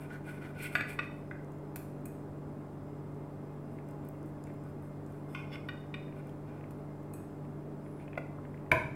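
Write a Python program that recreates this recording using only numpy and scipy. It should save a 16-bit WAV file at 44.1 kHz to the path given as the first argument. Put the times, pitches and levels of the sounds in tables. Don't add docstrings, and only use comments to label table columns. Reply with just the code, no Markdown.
import sys
import numpy as np
from scipy import signal
from scipy.fft import rfft, irfft
from scipy.io import wavfile
from scipy.ndimage import map_coordinates

SR = 44100
rng = np.random.default_rng(int(sys.argv[2]) if len(sys.argv) > 2 else 0)


def put_to_file(sound):
    columns = np.atleast_2d(sound).T
    safe = np.clip(columns, -1, 1)
    whole_steps = np.round(safe * 32767)
    wavfile.write(sys.argv[1], SR, whole_steps.astype(np.int16))


def voltage_ratio(decibels):
    exponent = np.asarray(decibels, float) / 20
    return 10 ** exponent


N = 394694

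# (pitch [Hz], width [Hz], level [dB])
PLATE_MODES = [(680, 21, 2.5), (1210, 51, -2), (1468, 63, -2.5), (1662, 66, -3.5), (1960, 45, 3.5),
               (2320, 52, 1.5), (2525, 62, -2.5), (2760, 42, -3), (3574, 30, -6), (4550, 32, -9),
               (5400, 62, -30), (6700, 210, -38), (8000, 55, -21), (12900, 64, -23)]
RIM_MODES = [(1140, 40, -3), (1490, 40, -2), (1900, 36, 2), (2370, 45, -4), (2480, 45, -6), (2900, 36, -2),
             (3250, 60, -22), (3645, 28, 0), (4050, 80, -36), (4543, 36, -15), (5500, 45, -21),
             (6670, 110, -40), (8070, 28, -25)]
EDGE_MODES = [(600, 40, -2), (900, 60, -8), (1197, 70, 2), (1455, 36, 3), (1935, 40, 9), (2244, 47, 0),
              (2440, 36, 3), (2557, 90, 3), (2960, 45, -2), (3622, 34, 0), (4510, 36, -12), (5550, 50, -16),
              (6670, 110, -38), (8070, 28, -21)]
# (pitch [Hz], width [Hz], level [dB])
PINNED_MODES = [(1096, 28, -0.5), (1450, 44, 2.5), (2140, 69, -2.5), (2435, 37, 2.5), (2740, 26, -1),
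                (3070, 40, -8), (3270, 35, -15), (3510, 35, -6.5), (4520, 36, -20), (5173, 60, -23),
                (5415, 60, -20), (6150, 72, -25), (8060, 50, -23)]
PRESSED_MODES = [(1205, 40, -5), (1500, 50, -5), (1596, 50, -9), (1803, 50, -9), (2013, 36, 2),
                 (2433, 45, -12), (2753, 40, -22), (3313, 40, -22), (3604, 40, -24)]
HELD_MODES = [(1213, 37, 0), (1420, 31, 12.5), (2045, 40, 2.5), (2347, 60, -3.5), (2570, 60, -6),
              (2730, 26, -3), (3400, 45, -12), (3880, 90, -27), (4600, 60, -19), (5150, 90, -29),
              (6040, 100, -34)]
LIFTED_MODES = [(1524, 26, 4), (1780, 30, 0), (2210, 50, -2), (2330, 61, -1), (3000, 50, -8),
                (3755, 45, -14), (4880, 40, -21), (6090, 70, -29), (7030, 55, -26), (8550, 90, -28),
                (9700, 80, -26), (10850, 45, -24), (12300, 70, -27), (14000, 70, -28)]
# (pitch [Hz], width [Hz], level [dB])
TABLE_MODES = [(85, 30, -3), (105.6, 34, 11.5), (175, 38, -3), (345, 81, 0), (494, 68, -6.5),
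               (634, 110, -0.5), (952, 43, -1.5), (1030, 94, -5.5)]
BLADE_MODES = [(1480, 60, 2), (2050, 60, -2), (2390, 100, -1.5), (4270, 77, -7), (5950, 120, -11),
               (7300, 57, -6.5), (8700, 49, -7), (9400, 40, -7), (10480, 40, -2), (11660, 60, -5),
               (13120, 88, -2), (15000, 96, -7)]
FORK_MODES = [(2500, 25, -1), (4180, 320, -25.5), (6620, 67, -10), (8000, 87, -4), (8250, 44, -7),
              (8500, 45, -2), (9240, 38, -4), (10850, 46, -3), (11600, 54, -13), (12100, 91, -10),
              (12640, 50, -12), (13460, 35, -6), (14400, 62, -4), (15030, 55, -17)]

# (time [s], peak [dB], contact [s], mode nearest the struck spot [Hz], room [dB])
PLATE_BLOWS = [
    (.753, -16, 0.0072, 1480, -6),
    (.809, -23.5, 0.0022, 1640, -12),
]
RIM_BLOWS = [
    (5.688, -30, 0.0081, 1520, -8.5),
    (5.942, -29, 0.0046, 2480, -9),
]
EDGE_BLOWS = [
    (.99, -20.5, 0.0068, 1450, -10),
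]
PINNED_BLOWS = [
    (5.349, -31, 0.0042, 1100, -3),
    (5.556, -36, 0.005, 2160, -9),
]
PRESSED_BLOWS = [
    (1.312, -32.5, 0.0037, 1530, -6.5),
]
HELD_BLOWS = [
    (8.176, -26.5, 0.006, 2045, -11),
]
LIFTED_BLOWS = [
    (8.715, -25, 0.0022, 1524, 0),
    (8.717, -9, 0.0016, 2340, -9),
]
TABLE_BLOWS = [
    (8.176, -25.5, 0.0041, 560, -11),
    (8.719, -18, 0.016, 910, -2.5),
]
BLADE_BLOWS = [
    (1.76, -34, 0.0012, 13120, -7),
    (6.708, -51, .0035, 10480, -9),
]
FORK_BLOWS = [
    (2.056, -39, 0.0043, 12640, -8),
    (7.137, -43, 0.0041, 10850, -4),
]

# (start [s], held [s], low plate hum [dB], upper ring [dB], hiss of the edge [dB])
STROKES = [(0, .04, -57, -59, -64), (.105, 0.024, -52, -66, -75), (.127, .035, -55.5, -69, -70),
           (.268, 0.025, -50.5, -53.5, -62), (.305, 0.018, -55, -63, -72), (.345, 0.034, -61, -63, -72),
           (.422, .065, -51.5, -60, -69), (.553, 0.021, -59, -61, -77), (.59, 0.035, -54, -49.5, -62),
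           (.628, .022, -53, -48.5, -53.5), (.655, 0.013, -55, -50, -60), (.725, 0.04, -52, -55, -61),
           (.885, 0.035, -52, -49, -56.5), (1.03, 0.0067, -49, -52, -70), (1.12, 0.065, -75, -78, -77),
           (3.71, 0.033, -78, -78, -77), (3.885, .02, -70, -76, -77), (4.04, 0.027, -70, -72, -76),
           (4.26, .03, -81, -87, -76), (4.47, 0.026, -69, -69, -84), (4.645, 0.044, -72, -79, -76),
           (4.83, .05, -76, -83, -76), (5.07, 0.13, -72, -79, -79), (6.16, 0.033, -66, -66, -75),
           (6.26, 0.027, -67, -69, -78), (6.48, 0.1, -66, -68.5, -86), (8.0, 0.026, -70, -64, -81)]
# (start [s], held [s], ring [dB], high glaze whistle [dB], hiss [dB])
DRAGS = [
    (5.3, 0.044, -70, -76, -68),
    (5.385, 0.025, -62, -74, -72),
    (5.518, 0.007, -56.5, -68, -76),
    (5.533, 0.011, -52, -67, -72),
]
# (pitch
# [Hz], width [Hz], level [dB])
GLAZE_LOW = [(1480, 45, 1.5), (1800, 47, -14.5), (1960, 63, -13)]
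GLAZE_UPPER = [(2000, 52, -7), (2155, 46, 1), (2296, 64, -2), (2420, 88, 3.5), (2734, 31, -7.5),
               (3630, 42, -19), (4230, 45, -14), (5160, 110, -24.5), (5260, 150, -21)]
GLAZE_PINNED = [(1100, 37, -1), (1520, 50, -2), (2140, 70, 1), (2430, 50, 1), (2750, 34, -6),
                (3000, 60, -3), (3360, 60, -8), (3550, 50, -6), (4610, 55, -10)]
GLAZE_PINNED_HIGH = [(5130, 70, 5), (5400, 100, 0), (6150, 170, -19)]
KNIFE_EDGE = [(8440, 560, -4), (10200, 450, -4), (12600, 980, -7), (14200, 1700, -2.5)]

# (time [s], peak [dB], centre [Hz])
TAPS = [(3.7852, -47, 1960), (4.1485, -56, 2200), (4.471, -49, 2070), (4.4994, -51, 2000),
        (6.0805, -51, 2000), (6.123, -50, 2160), (6.2931, -58, 2560), (6.6085, -50, 2150),
        (6.6388, -49, 2030), (7.4495, -54, 2140), (7.861, -51, 1960), (7.917, -56, 1500),
        (7.9987, -49, 1890), (8.078, -46, 2250), (8.1309, -42.5, 2020), (8.1334, -66, 2300),
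        (8.141, -53, 1900), (8.1535, -46, 2200), (8.385, -41, 1160), (8.45, -47.5, 2000),
        (8.542, -46.5, 1920), (8.5744, -50, 2060), (8.6617, -53, 2030)]
# (time [s], peak [dB], centre [Hz])
TICKS = [(0.1809, -65, 14400), (0.2433, -59, 9500), (1.446, -57, 7600), (1.52, -54, 9150),
         (1.5853, -62, 9200), (2.0073, -62, 8070), (3.1453, -63, 9190), (3.5144, -65, 8620),
         (3.8876, -55, 8250), (3.9105, -54, 9110), (4.0502, -51, 14400), (4.0876, -39, 14700),
         (4.2288, -58, 8090), (4.2606, -53, 9770), (4.4392, -47.5, 7240), (4.4702, -58, 8090),
         (4.5405, -53, 11300), (4.6394, -54, 8770), (4.8249, -53, 12900), (5.0639, -53, 8060),
         (5.1228, -54, 9110), (5.655, -60, 7490), (5.685, -48, 13900), (5.7354, -59, 8860),
         (5.8047, -61, 8760), (6.2711, -55, 10200), (6.2946, -57, 8030), (7.0314, -59, 11000),
         (8.2676, -63, 7310)]

# (multiple of the motor speed, level [dB rms])
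MOTOR_ORDERS = [(1, -63.5), (2, -57), (3, -47), (4, -57.5), (6, -53), (8, -58.5), (12, -62)]
# (pitch [Hz], width [Hz], level [dB])
BOOMS = [(78.5, 37, -60.5), (126, 6, -87), (233.7, 15, -57.5), (247.9, 2.8, -60), (313.5, 9.1, -58),
         (415.6, 11.4, -59.5), (646.4, 21, -65.5), (833, 3.4, -67.5)]
# (pitch [Hz], width [Hz], level [dB])
WHINES = [(2040, 15, -92), (2103, 7.9, -80), (2520, 10, -88), (2760, 14, -88), (5040, 5.5, -91),
          (7300, 11, -93), (8050, 60, -90.5), (9000, 87, -91)]
# (pitch [Hz], level per Hz [dB])
FAN_COLOUR = [(20, -16), (60, -17.5), (110, -5.5), (300, -4), (1100, -17.5), (2300, -34.5), (3600, -47),
              (5000, -79)]
# (pitch [Hz], level per Hz [dB])
HISS_COLOUR = [(1500, -35), (2600, -23), (3200, -0.5), (4000, -2), (5000, -3), (6300, -5), (10000, -4.5),
               (13000, -6)]
# (pitch [Hz], level per Hz [dB])
PORT_COLOUR = [(1500, -17), (3000, 2), (5000, -2), (7500, 6.5), (11000, -1), (14000, -6)]
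# (pitch [Hz], time to fall 60 dB [s])
KITCHEN_T60 = [(100, 0.9), (400, 0.43), (1200, 0.54), (3000, 0.49), (7000, 0.53), (14000, 0.35)]


def rms_one(x):
    return x / np.sqrt(np.mean(x ** 2) + 1e-20)


def at_hz(points, hz):
    table = np.array(points)
    return np.interp(np.log(hz), np.log(table[:, 0]), table[:, 1])


def band(x, low_hz, high_hz):
    sos = signal.butter(2, [low_hz, min(high_hz, .47 * SR)], "band", fs=SR, output="sos")
    return signal.sosfilt(sos, x)


def drift(rate):
    steps = rng.standard_normal(900)
    return map_coordinates(steps, [np.arange(N) / SR * rate], order=3)


def coloured(spectrum):
    hz = np.maximum(np.fft.rfftfreq(N, 1 / SR), 1)
    white = rng.standard_normal(N)
    return rms_one(irfft(rfft(white) * voltage_ratio(at_hz(spectrum, hz)), N))


def resonance(x, hz, width_hz):
    r = np.exp(-np.pi * width_hz / SR)
    top = (1 - r * r) / 2
    return signal.lfilter([top, 0, -top], [1, -2 * r * np.cos(2 * np.pi * hz / SR), r * r], x)


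def add(track, s, sound):
    at = round(s * SR)
    track[at:at + len(sound)] += sound[:N - at]


def struck_at(modes, spot_hz):
    hz, width_hz, db = np.transpose(modes)
    octaves = np.log2(hz / spot_hz)
    near_db = 7.5 * np.exp(-(octaves / 0.2) ** 2)
    return np.transpose([hz, width_hz * voltage_ratio(0.95 * near_db), db + 0.15 * near_db])


def ringing_modes(modes, contact_s, ring):
    t = np.arange(8192) / SR
    hz, db = modes[:, :1], modes[:, 2:]
    width_hz = np.clip(modes[:, 1:2], 24 + 0.002 * hz, 400)
    split, phase, slip = rng.random((3, len(hz), 1))
    gap_hz = hz * .003 * (.4 + split)
    lower = np.sin(2 * np.pi * ((hz - gap_hz) * t + phase))
    upper = np.sin(2 * np.pi * ((hz + gap_hz) * t + phase + 0.36 * (slip - .5)))
    pairs = lower + 0.83 * upper
    after = np.maximum(t - contact_s, 0)
    t60 = ring * np.log(1000) / np.pi / width_hz
    dying = .45 * voltage_ratio(-60 * after / t60) + .55 * voltage_ratio(-60 * after / .012)
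    swell = np.minimum(t / (0.00016 + 1.9 / hz), 1)
    ringing = np.sum(voltage_ratio(db) * width_hz * pairs * dying * swell, axis=0)
    return ringing / np.abs(ringing).max()


def crack_of(modes, valley_db, crack_db):
    t = np.arange(8192) / SR
    hz, db = modes[:, :1], modes[:, 2:]
    bins = np.maximum(np.fft.rfftfreq(len(t), 1 / SR), 1)
    skirts = voltage_ratio(db) / (1 + ((bins - hz) / (.025 * hz + 75.0)) ** 2)
    colour = np.sqrt(np.sum(skirts ** 2, axis=0))
    below = (hz.min() / 2, db[0, 0] + 5)
    above = (min(hz.max() * 2, 21000), db[-1, 0] - 17)
    tops = [below, *sorted(map(tuple, modes[:, ::2])), above]
    colour = colour + voltage_ratio(at_hz(tops, bins) + valley_db)
    noise = rms_one(irfft(rfft(rng.standard_normal(len(t))) * colour))
    return voltage_ratio(crack_db - 11.5) * noise * voltage_ratio(-60 * t / 0.063) * np.minimum(t / 0.00014, 1)


def knocks():
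    direct, sent = np.zeros((2, N))
    damped_db, free_db = -10, 2
    # (blows, modes, crack [dB], ring share, valley [dB])
    bodies = [(PLATE_BLOWS, PLATE_MODES, -4, .95, damped_db),
              (RIM_BLOWS, RIM_MODES, -5, 1.1, damped_db),
              (PINNED_BLOWS, PINNED_MODES, -4, .85, damped_db),
              (PRESSED_BLOWS, PRESSED_MODES, -7, .95, damped_db),
              (EDGE_BLOWS, EDGE_MODES, -5, 1.05, damped_db),
              (HELD_BLOWS, HELD_MODES, -7, .9, damped_db),
              (LIFTED_BLOWS, LIFTED_MODES, -3.5, 1.0, free_db),
              (TABLE_BLOWS, TABLE_MODES, -8, .71, free_db),
              (BLADE_BLOWS, BLADE_MODES, 3, 1.0, free_db),
              (FORK_BLOWS, FORK_MODES, 0.5, .8, free_db)]
    for blows, modes, crack_db, ring, valley_db in bodies:
        for s, db, contact_s, spot_hz, room_db in blows:
            struck = struck_at(modes, spot_hz)
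            ringing = ringing_modes(struck, contact_s, ring)
            crack = crack_of(struck, valley_db, crack_db)
            add(direct, s - .0008, voltage_ratio(db) * (ringing + crack))
            after = np.maximum(np.arange(len(crack)) / SR - contact_s, 0)
            early = voltage_ratio(-60 * after / .1)
            add(sent, s - .0008, voltage_ratio(db + room_db) * (early * ringing + crack))
    return direct, sent


def stroke_levels(strokes):
    bite_db_per_s, lift_db_per_s = 800, 507
    out = np.zeros((3, N))
    for s, held_s, *levels_db in strokes:
        at = slice(max(int((s - .15) * SR), 0), int((s + held_s + .3) * SR))
        t = np.arange(at.start, at.stop)[:N - at.start] / SR - s
        shape = voltage_ratio(bite_db_per_s * np.minimum(t, 0) - lift_db_per_s * np.maximum(t - held_s, 0))
        out[:, at] += voltage_ratio(np.array(levels_db))[:, None] * shape
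    return signal.lfilter([.005], [1, -.995], out + 1e-18)


def grit(per_s, uneven_db):
    sizes = voltage_ratio(uneven_db * np.minimum(rng.exponential(1, N), 5))
    signs = rng.choice([-1, 1], N)
    happens = rng.random(N) < per_s / SR
    return sizes * signs * happens * voltage_ratio(2.0 * drift(60))


def rung(x, modes):
    total = np.zeros(N)
    for k, (hz, width_hz, db) in enumerate(modes):
        total += voltage_ratio(db) * resonance(x, hz, width_hz) * (-1) ** k
    return rms_one(total)


def scrape():
    low, upper, hiss = stroke_levels(STROKES)
    ring, whistle, drag_hiss = stroke_levels(DRAGS)
    slips = grit(3000, uneven_db=0.7)
    fine = grit(5000, uneven_db=2.5)
    plate = rung(slips, GLAZE_UPPER)
    plate = plate + voltage_ratio(-8.0) * rms_one(band(slips, 1970, 3330))
    plate = plate + voltage_ratio(-23) * rms_one(band(fine, 3000, 5800))
    pinned = rung(fine, GLAZE_PINNED) + voltage_ratio(-7.5) * rms_one(band(fine, 2000, 3600))
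    edge = voltage_ratio(-0.5) * rung(fine, KNIFE_EDGE)
    edge = edge + voltage_ratio(-4.0) * rms_one(band(band(fine, 7300, 11750), 7500, 11760))
    edge = edge + .5 * rms_one(band(fine, 11800, 15800))
    strokes = low * rung(slips, GLAZE_LOW) + upper * plate
    drags = ring * pinned + whistle * rung(fine, GLAZE_PINNED_HIGH)
    return strokes + drags + (hiss + drag_hiss) * edge


def taps_and_ticks():
    out = np.zeros(N)
    t = np.arange(2048) / SR
    for rows, t60, spread in ((TAPS, .022, 1.3), (TICKS, .008, 1.7)):
        for s, db, hz in rows:
            puff = rng.standard_normal(len(t)) * voltage_ratio(-60 * t / t60)
            for _ in range(2):
                puff = band(puff, hz / spread, hz * spread)
            add(out, s, voltage_ratio(db) * puff / np.abs(puff).max())
    return out


def squeak():
    climb_s, sag_s, top_hz, foot_hz = .08, 0.16, 11000, 8300
    t = np.arange(N) / SR - 7.91
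    away = np.where(t < 0, (t / climb_s) ** 2, np.abs(t / sag_s) ** 1.4)
    fall = np.minimum(away, 1)
    phase = 2 * np.pi * np.cumsum(top_hz - (top_hz - foot_hz) * fall) / SR
    level = voltage_ratio(-73 - 7 * fall) * np.clip(5 * (1 - away), 0, 1)
    breath = rms_one(band(rng.standard_normal(N), 18, 350))
    return level * np.sin(phase) * breath


def hum():
    motor_hz, waver_db, fan_db, hiss_db = 48.88, .8, -53.5, -75.5
    turn = 2 * np.pi * np.cumsum(motor_hz + 0.095 * drift(0.729)) / SR
    out = np.zeros(N)
    for multiple, db in MOTOR_ORDERS:
        level = np.sqrt(2) * voltage_ratio(db + waver_db * drift(4))
        out += level * np.sin(round(multiple) * turn + rng.uniform(0, 2 * np.pi))
    air = rng.standard_normal(N)
    for hz, width_hz, db in BOOMS + WHINES:
        narrow = resonance(resonance(air, hz, width_hz), hz, 3 * width_hz)
        out += voltage_ratio(db) * rms_one(narrow)
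    return out + voltage_ratio(fan_db + 5.0) * coloured(FAN_COLOUR) + voltage_ratio(hiss_db) * coloured(HISS_COLOUR)


def kitchen(x):
    t = np.arange(SR) / SR
    edges = 60 * 2 ** np.arange(0, 8.4, .75)
    white = rng.standard_normal((2, 2, SR))
    tail = np.zeros((2, SR))
    for k, (low_hz, high_hz) in enumerate(zip(edges, edges[1:])):
        t60 = at_hz(KITCHEN_T60, np.sqrt(low_hz * high_hz))
        tail += band(white[k % 2], low_hz, high_hz) * voltage_ratio(-60 * t / t60)
    tail = tail * np.clip((t - .006) / 0.00064, 0, 1) / np.sqrt(SR)
    return signal.fftconvolve(x[None], tail, axes=1)[:, :N]


def scene():
    direct, sent = knocks()
    small = scrape() + taps_and_ticks() + squeak()
    wet, apart = kitchen(sent + voltage_ratio(-12.5) * small)
    mid = direct + small + voltage_ratio(19.0) * wet + hum()
    side = voltage_ratio(-7.0) * band(apart - 0.27 * direct, 4150, 11000)
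    side = side + voltage_ratio(-88) * coloured(PORT_COLOUR)
    return np.array([mid + side, mid - side])


def top_cut(x):
    return signal.sosfilt(signal.butter(12, 16650, fs=SR, output="sos"), x)


def record(dry):
    low_pass = signal.ellip(10, .5, 60, 15870, fs=SR, output="sos")
    mix = signal.sosfilt(low_pass, dry) - .0004
    return top_cut(mix)


dry = scene()
out = record(dry)
put_to_file(out)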